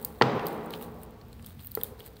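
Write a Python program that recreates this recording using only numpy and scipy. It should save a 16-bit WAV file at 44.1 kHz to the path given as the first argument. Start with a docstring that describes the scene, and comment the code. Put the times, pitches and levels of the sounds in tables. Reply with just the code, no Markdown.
"""A scorpion and a centipede wrestle on loose soil in a plastic tub.
Their legs rake the grains in short, crackling bouts while claws and shells tick and snap.
Their bodies knock on the tub: the wall gives a short, damped note, then booms with a long
hollow tail. Faint hiss and a low rumble sit underneath."""
import sys
import numpy as np
from scipy import signal
from scipy.fft import rfft, irfft
from scipy.io import wavfile

SR = 44100
rng = np.random.default_rng(int(sys.argv[2]) if len(sys.argv) > 2 else 0)


def log_audio(samples):
    """Write samples as a 16-bit WAV file to the path given in sys.argv[1]."""
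    # one column per channel
    frames = np.atleast_2d(samples).T
    # limit to full scale, then quantise
    limited = np.clip(frames, -1, 1)
    pcm = np.round(limited * 32767).astype(np.int16)
    wavfile.write(sys.argv[1], SR, pcm)


N = 97020
T = np.arange(N) / SR

# Tone of the background hiss. Each row: frequency in Hz, relative level in dB.
HISS_COLOUR = [(25, 0), (120, 11), (230, 10), (330, 3.5), (480, -4.5), (700, -5.5), (1500, -7), (4300, -14),
               (6300, -20.5), (9000, -22), (11500, -26), (15000, -16)]
# Tone of the low rumble. Each row: frequency in Hz, relative level in dB.
RUMBLE_COLOUR = [(15, -30), (35, -18), (56, 2.5), (80, 0), (115, -0.5), (165, -10), (225, -6.5),
                 (300, -24.5), (1000, -96)]
# The rumble's slow swells. Each row: time in seconds, level in dB.
RUMBLE_FADER = [(0, -51), (.7, -54), (1.0, -48.5), (1.2, -52.5), (1.45, -46), (1.7, -49), (2.2, -55)]

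# Booms left by heavy blows; the first is already ringing as the scene opens.
# Each row: start in seconds, gain in dB, low-pass in Hz, send to the wall's main note in dB.
BOOM_CUES = [(-0.56, -31, 2800, -14), (.218, -27, 5700, -18), (1.776, -51, 2400, 7.5)]
# Tone of the boom's diffuse wash. Each row: frequency in Hz, relative level per Hz in dB.
WASH_COLOUR = [(60, -49), (120, -5), (190, -1), (320, -5.5), (450, -0.5), (630, -5), (850, -3), (1400, -12),
               (2500, -18.5), (4300, -23), (6500, -33.5), (12000, -40)]
# How long that wash hangs on. Each row: frequency in Hz, time to fall 60 dB in seconds.
WASH_T60 = [(110, 0.33), (220, 2.38), (500, 2.204), (1000, 1.945), (2000, 1.59), (4500, 0.97), (10000, 0.8)]
# The tub's long, hollow modes. Each row: pitch in Hz, relative level in dB, 60 dB fall in seconds.
HOLLOW_MODES = [(122, 0, .7), (166, -9, 2.5), (229, -9, 3.0), (315, -12, 2.2), (427, -7, 2.3),
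                (494, -12, 2.5), (707, -15, 2.2), (808, -11, 2.0), (1021, -16, 1.8), (1130, -18, 2.8),
                (1368, -18, 1.7), (1806, -21, 1.4), (1936, -20, 1.2)]

# How hard the legs rake the soil. Each row: time in seconds, level in dB.
RAKING_FADER = [(0, -53.5), (.09, -57.5), (.17, -58.5), (.44, -62), (.475, -49.5), (.54, -53), (.6, -61),
                (.64, -56), (.685, -65), (.72, -50.5), (.77, -53.5), (.84, -47), (.89, -62), (.97, -64.5),
                (1.03, -51), (1.09, -73.5), (1.42, -63), (1.48, -50), (1.57, -65), (1.62, -52),
                (1.7, -60.5), (1.8, -53), (1.86, -59), (1.96, -74), (2.0, -50), (2.03, -60), (2.07, -48.5),
                (2.12, -66), (2.2, -58.5)]
# Tone of the raked soil. Each row: frequency in Hz, relative level in dB.
SOIL_COLOUR = [(1500, -3), (2600, -8.5), (4200, -3.5), (5500, -15), (6800, -14), (9000, -4.5), (11500, -13),
               (13400, 0), (15200, 0)]

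# Ticks of claw and shell. Each row: start in seconds, top band level in dB, high band level in dB,
# body note level in dB, body note pitch in Hz.
TICK_CUES = [(0.015, -48, -56, -62, 3080), (0.0269, -46, -53, -61, 4420), (0.0482, -25.5, -37.5, -42, 4400),
             (0.3944, -68, -64, -39, 2670), (0.458, -45, -60, -51, 3100), (0.4677, -31, -49, -41, 4520),
             (0.4833, -45, -52, -54, 4100), (0.6602, -53, -56.5, -76, 3000),
             (0.7062, -43.5, -54.5, -50, 4380), (0.737, -50, -56, -36.5, 3250),
             (0.812, -49, -67, -53, 2860), (0.8248, -43, -51, -53.5, 3360), (1.0328, -49, -50.5, -69, 3800),
             (1.1073, -59, -66, -66.5, 3300), (1.2129, -65, -77, -57, 4350), (1.2842, -60, -74, -75, 4000),
             (1.3287, -65, -58, -54.5, 3900), (1.395, -74, -69, -56.5, 2270),
             (1.4251, -66, -57, -60.5, 4430), (1.445, -64, -57, -53, 3570),
             (1.4618, -41.5, -50.5, -55, 5060), (1.4682, -52, -54, -53, 3469),
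             (1.5936, -70, -78, -52.5, 3240), (1.602, -64, -75, -57, 3800), (1.623, -57, -62, -65, 4200),
             (1.646, -53, -56, -64, 2705), (1.6702, -36.5, -53, -57.5, 3560), (1.7116, -50, -59, -60, 4280),
             (1.7168, -39, -54.5, -53.5, 4130), (1.7514, -25.5, -47.5, -40.5, 4130),
             (1.8124, -45, -50, -44, 3550), (1.8342, -22.5, -43, -44, 3870),
             (1.8424, -48, -47, -48.5, 3580), (1.9928, -62, -64, -55.5, 4300),
             (2.0043, -65, -61, -48, 3220), (2.0617, -44.5, -57, -59, 2920), (2.1667, -75, -63, -54, 4050)]
# A shell's bright ring, top band then high band. Each row: centre in Hz, width in Hz, decay in seconds.
SHELL_BANDS = [(14290, 2350, 0.00042), (9140, 3040, 0.0016)]
# Tone of the wash behind the ticks. Each row: frequency in Hz, relative level in dB.
ECHO_COLOUR = [(1500, -11), (4000, -7.5), (6500, -14), (9500, -4), (12000, -5), (14500, 0.5)]

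# Bodies hitting the tub. Each row: start in seconds, gain in dB, contact brightness (low-pass) in Hz.
KNOCK_CUES = [(0.2117, -11, 1110), (.2128, -3, 1020), (0.214, -15, 1360), (.2210, -11.5, 6750),
              (1.7726, -24.5, 1080)]
# The wall's short, damped modes. Each row: pitch in Hz, relative level in dB, 60 dB fall in seconds.
WALL_MODES = [(128.5, -15.5, 0.32), (191.6, -15, 0.12), (443.5, 1.5, 0.055), (826, -8, 0.032),
              (1066, -7.5, 0.018), (1356, -5, 0.033), (1935, -2.5, 0.016), (3213, -8.5, 0.017),
              (3530, -12, 0.013), (4410, -2, 0.0081), (5120, -11, 0.0093)]
# Coarse soil dragged along. Each row: time of the peak in seconds, peak level in dB.
DRAG_CUES = [(0.742, -55), (1.613, -71), (2.023, -62)]


def from_db(db):
    """Decibels to gain."""
    return 10 ** (np.asarray(db) / 20)


def rms_one(x):
    """Scale to rms 1."""
    return x / np.sqrt(np.mean(x ** 2) + 1e-20)


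def at_hz(points, hz):
    """Read a table on a log-frequency axis."""
    freqs, values = np.transpose(points)
    return np.interp(np.log(np.maximum(hz, 1)), np.log(freqs), values)


def fader(curve):
    """Ride the gain through points of time and dB."""
    return from_db(np.interp(T, *np.transpose(curve)))


def swell(peak_s, sigma_s):
    """A bell-shaped fade in and out."""
    return np.exp(-.5 * ((T - peak_s) / sigma_s) ** 2)


def coloured(x, colour):
    """EQ a steady sound to a tone curve; rms 1."""
    gains = from_db(at_hz(colour, np.fft.rfftfreq(N, 1 / SR)))
    return rms_one(irfft(rfft(x) * gains, N))


def band(x, hz, width_hz, order=2):
    """Band-pass around a centre."""
    edges = np.clip([hz - width_hz / 2, hz + width_hz / 2], 10, .47 * SR)
    return signal.sosfilt(signal.butter(order, edges, "band", fs=SR, output="sos"), x)


def soften(x, hz):
    """Roll off the highs, as a soft contact does."""
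    return signal.sosfilt(signal.butter(2, hz, fs=SR, output="sos"), x)


def add(out, start_s, x):
    """Mix x into out at a cue, trimming what falls outside the scene."""
    i = int(round(start_s * SR))
    x, i = x[max(-i, 0):], max(i, 0)
    out[i:i + len(x)] += x[:max(N - i, 0)]


def background(hiss_db=-57):
    """A bed of faint hiss and slowly swelling low rumble."""
    hiss = from_db(hiss_db) * coloured(rng.standard_normal(N), HISS_COLOUR)
    rumble = fader(RUMBLE_FADER) * coloured(rng.standard_normal(N), RUMBLE_COLOUR)
    return hiss + rumble


def tub_booms(modes_db=-3, cluster_width_hz=19.5, attack_s=0.002):
    """The tub rings on after a heavy blow: a hollow wash, longest in the low mids, and wavering modes."""
    out, t = np.zeros(N), np.arange(N + SR) / SR
    centres = 70 * 2 ** (np.arange(22) / 3)   # third octaves
    gains = from_db(at_hz(WASH_COLOUR, centres)) * np.sqrt(centres)
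    gains /= np.linalg.norm(gains)
    white = rng.standard_normal((3, len(t) + SR))   # a second of pre-roll lets the filters settle
    wash = modes = 0
    for k, (hz, gain) in enumerate(zip(centres, gains)):
        noise_band = rms_one(band(white[k % 2], hz, hz * np.log(2) / np.e)[SR:])
        wash += gain * noise_band * from_db(-60 * t / at_hz(WASH_T60, hz))
    for hz, db, t60 in HOLLOW_MODES:
        cluster = rms_one(band(white[2], hz, cluster_width_hz)[SR:])
        modes += from_db(modes_db + db - 60 * t / t60) * cluster
    tail = (wash + modes) * (1 - np.exp(-t / attack_s))
    main_note = band(tail, hz=462, width_hz=75, order=1)
    for start_s, db, bright_hz, note_db in BOOM_CUES:
        add(out, start_s, from_db(db) * soften(tail + from_db(note_db) * main_note, bright_hz))
    return out


def grains(per_s=1100, spread_db=3, decay_s=0.00063):
    """Shifting soil: a dense run of tiny crackles of uneven size."""
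    hits = rng.random(N) < per_s / SR
    sizes = hits * from_db(spread_db * np.minimum(rng.exponential(1, N), 4))
    power = signal.lfilter([1], [1, -np.exp(-2 / (decay_s * SR))], sizes ** 2)
    return rng.standard_normal(N) * np.sqrt(power)


def leg_raking():
    """Legs rake the loose grains in short, gritty bouts."""
    return fader(RAKING_FADER) * coloured(grains(), SOIL_COLOUR)


def snap(hz, width_hz, decay_s, attack_s=0.00018, crumble_db=-20.5, crumble_s=0.0045, skirt_db=-32):
    """One tiny fracture and its faint crumbling, ringing in a band."""
    t = T[:SR // 40]
    fall = np.exp(-t / decay_s) + from_db(crumble_db) * np.exp(-t / crumble_s)
    burst = rng.standard_normal(len(t)) * (1 - np.exp(-t / attack_s)) * fall
    ring = band(burst, hz, width_hz) + from_db(skirt_db) * band(burst, hz, width_hz, order=1)
    return ring * np.sqrt((SR // 250) / np.sum(ring ** 2))   # the energy of 4 ms at rms 1


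def shell_ticks(body_decay_s=0.0015):
    """Claw meets shell in three layers: a bright snap, a lower body note and a dull tap."""
    out = np.zeros(N)
    for start_s, top_db, high_db, body_db, body_hz in TICK_CUES:
        bright = from_db(top_db) * snap(*SHELL_BANDS[0]) + from_db(high_db) * snap(*SHELL_BANDS[1])
        body = snap(body_hz, width_hz=1040, decay_s=body_decay_s)
        tap = snap(hz=1580, width_hz=1600, decay_s=body_decay_s)
        tap_db = -5.5 - .5 * max(top_db - body_db, 0)   # sharp contacts carry less tap than blunt ones
        add(out, start_s, bright + from_db(body_db) * (body + from_db(tap_db) * tap))
    return out


def with_echo(ticks, send_db=-14.5, t60_s=.28, attack_s=0.0078):
    """A short diffuse wash follows the energy of each tick."""
    envelope = from_db(-60 * T / t60_s) * (1 - np.exp(-T / attack_s)) ** 2
    power = np.abs(signal.fftconvolve(ticks ** 2, envelope ** 2 / np.sum(envelope ** 2))[:N])
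    return ticks + from_db(send_db) * np.sqrt(power) * coloured(rng.standard_normal(N), ECHO_COLOUR)


def tub_knocks(crunch_db=-6, crunch_s=0.003, crack_db=-18, crack_s=0.00032, low_cut_hz=240):
    """Each blow rings the damped wall and crushes a little soil; harder contacts crack brighter."""
    out, t = np.zeros(N), T[:N // 4]
    wall = sum((-1) ** k * from_db(db - 60 * t / t60) * np.sin(2 * np.pi * hz * t)
               for k, (hz, db, t60) in enumerate(WALL_MODES))
    for start_s, db, bright_hz in KNOCK_CUES:
        grit = rms_one(soften(rng.standard_normal(len(t)), hz=3500))
        crunch = from_db(crunch_db) * grit * np.exp(-t / crunch_s)
        crack = from_db(crack_db) * rng.standard_normal(len(t)) * np.exp(-t / crack_s)
        hardness = (bright_hz / 6450) ** 2
        add(out, start_s, from_db(db) * (soften(wall + crunch, bright_hz) + hardness * crack))
    return signal.sosfilt(signal.butter(2, low_cut_hz, "high", fs=SR, output="sos"), out)


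def soil_drags():
    """Coarser crumbs are dragged along in brief, raspy swells."""
    envelope = sum(from_db(db) * swell(peak_s, sigma_s=.02) for peak_s, db in DRAG_CUES)
    return envelope * rms_one(band(grains(), hz=3620, width_hz=1800))


def shell_slide(peak_db=-47):
    """Shell slides on shell, once, with a thin hiss."""
    hiss = rms_one(band(grains(), hz=14800, width_hz=2300))
    return from_db(peak_db) * swell(peak_s=1.654, sigma_s=.015) * hiss


def scene():
    """Tub, shells, soil and background, mixed in mono at one close microphone."""
    tub = tub_knocks() + tub_booms()
    shells = with_echo(shell_ticks()) + shell_slide()
    soil = leg_raking() + soil_drags()
    return (tub + shells + soil + background())[None]


def record(dry):
    """A steep high cut at 15.7 kHz takes the very top off the mix."""
    return signal.sosfilt(signal.ellip(10, .2, 70, 15700, fs=SR, output="sos"), dry)


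dry = scene()
out = record(dry)
log_audio(out)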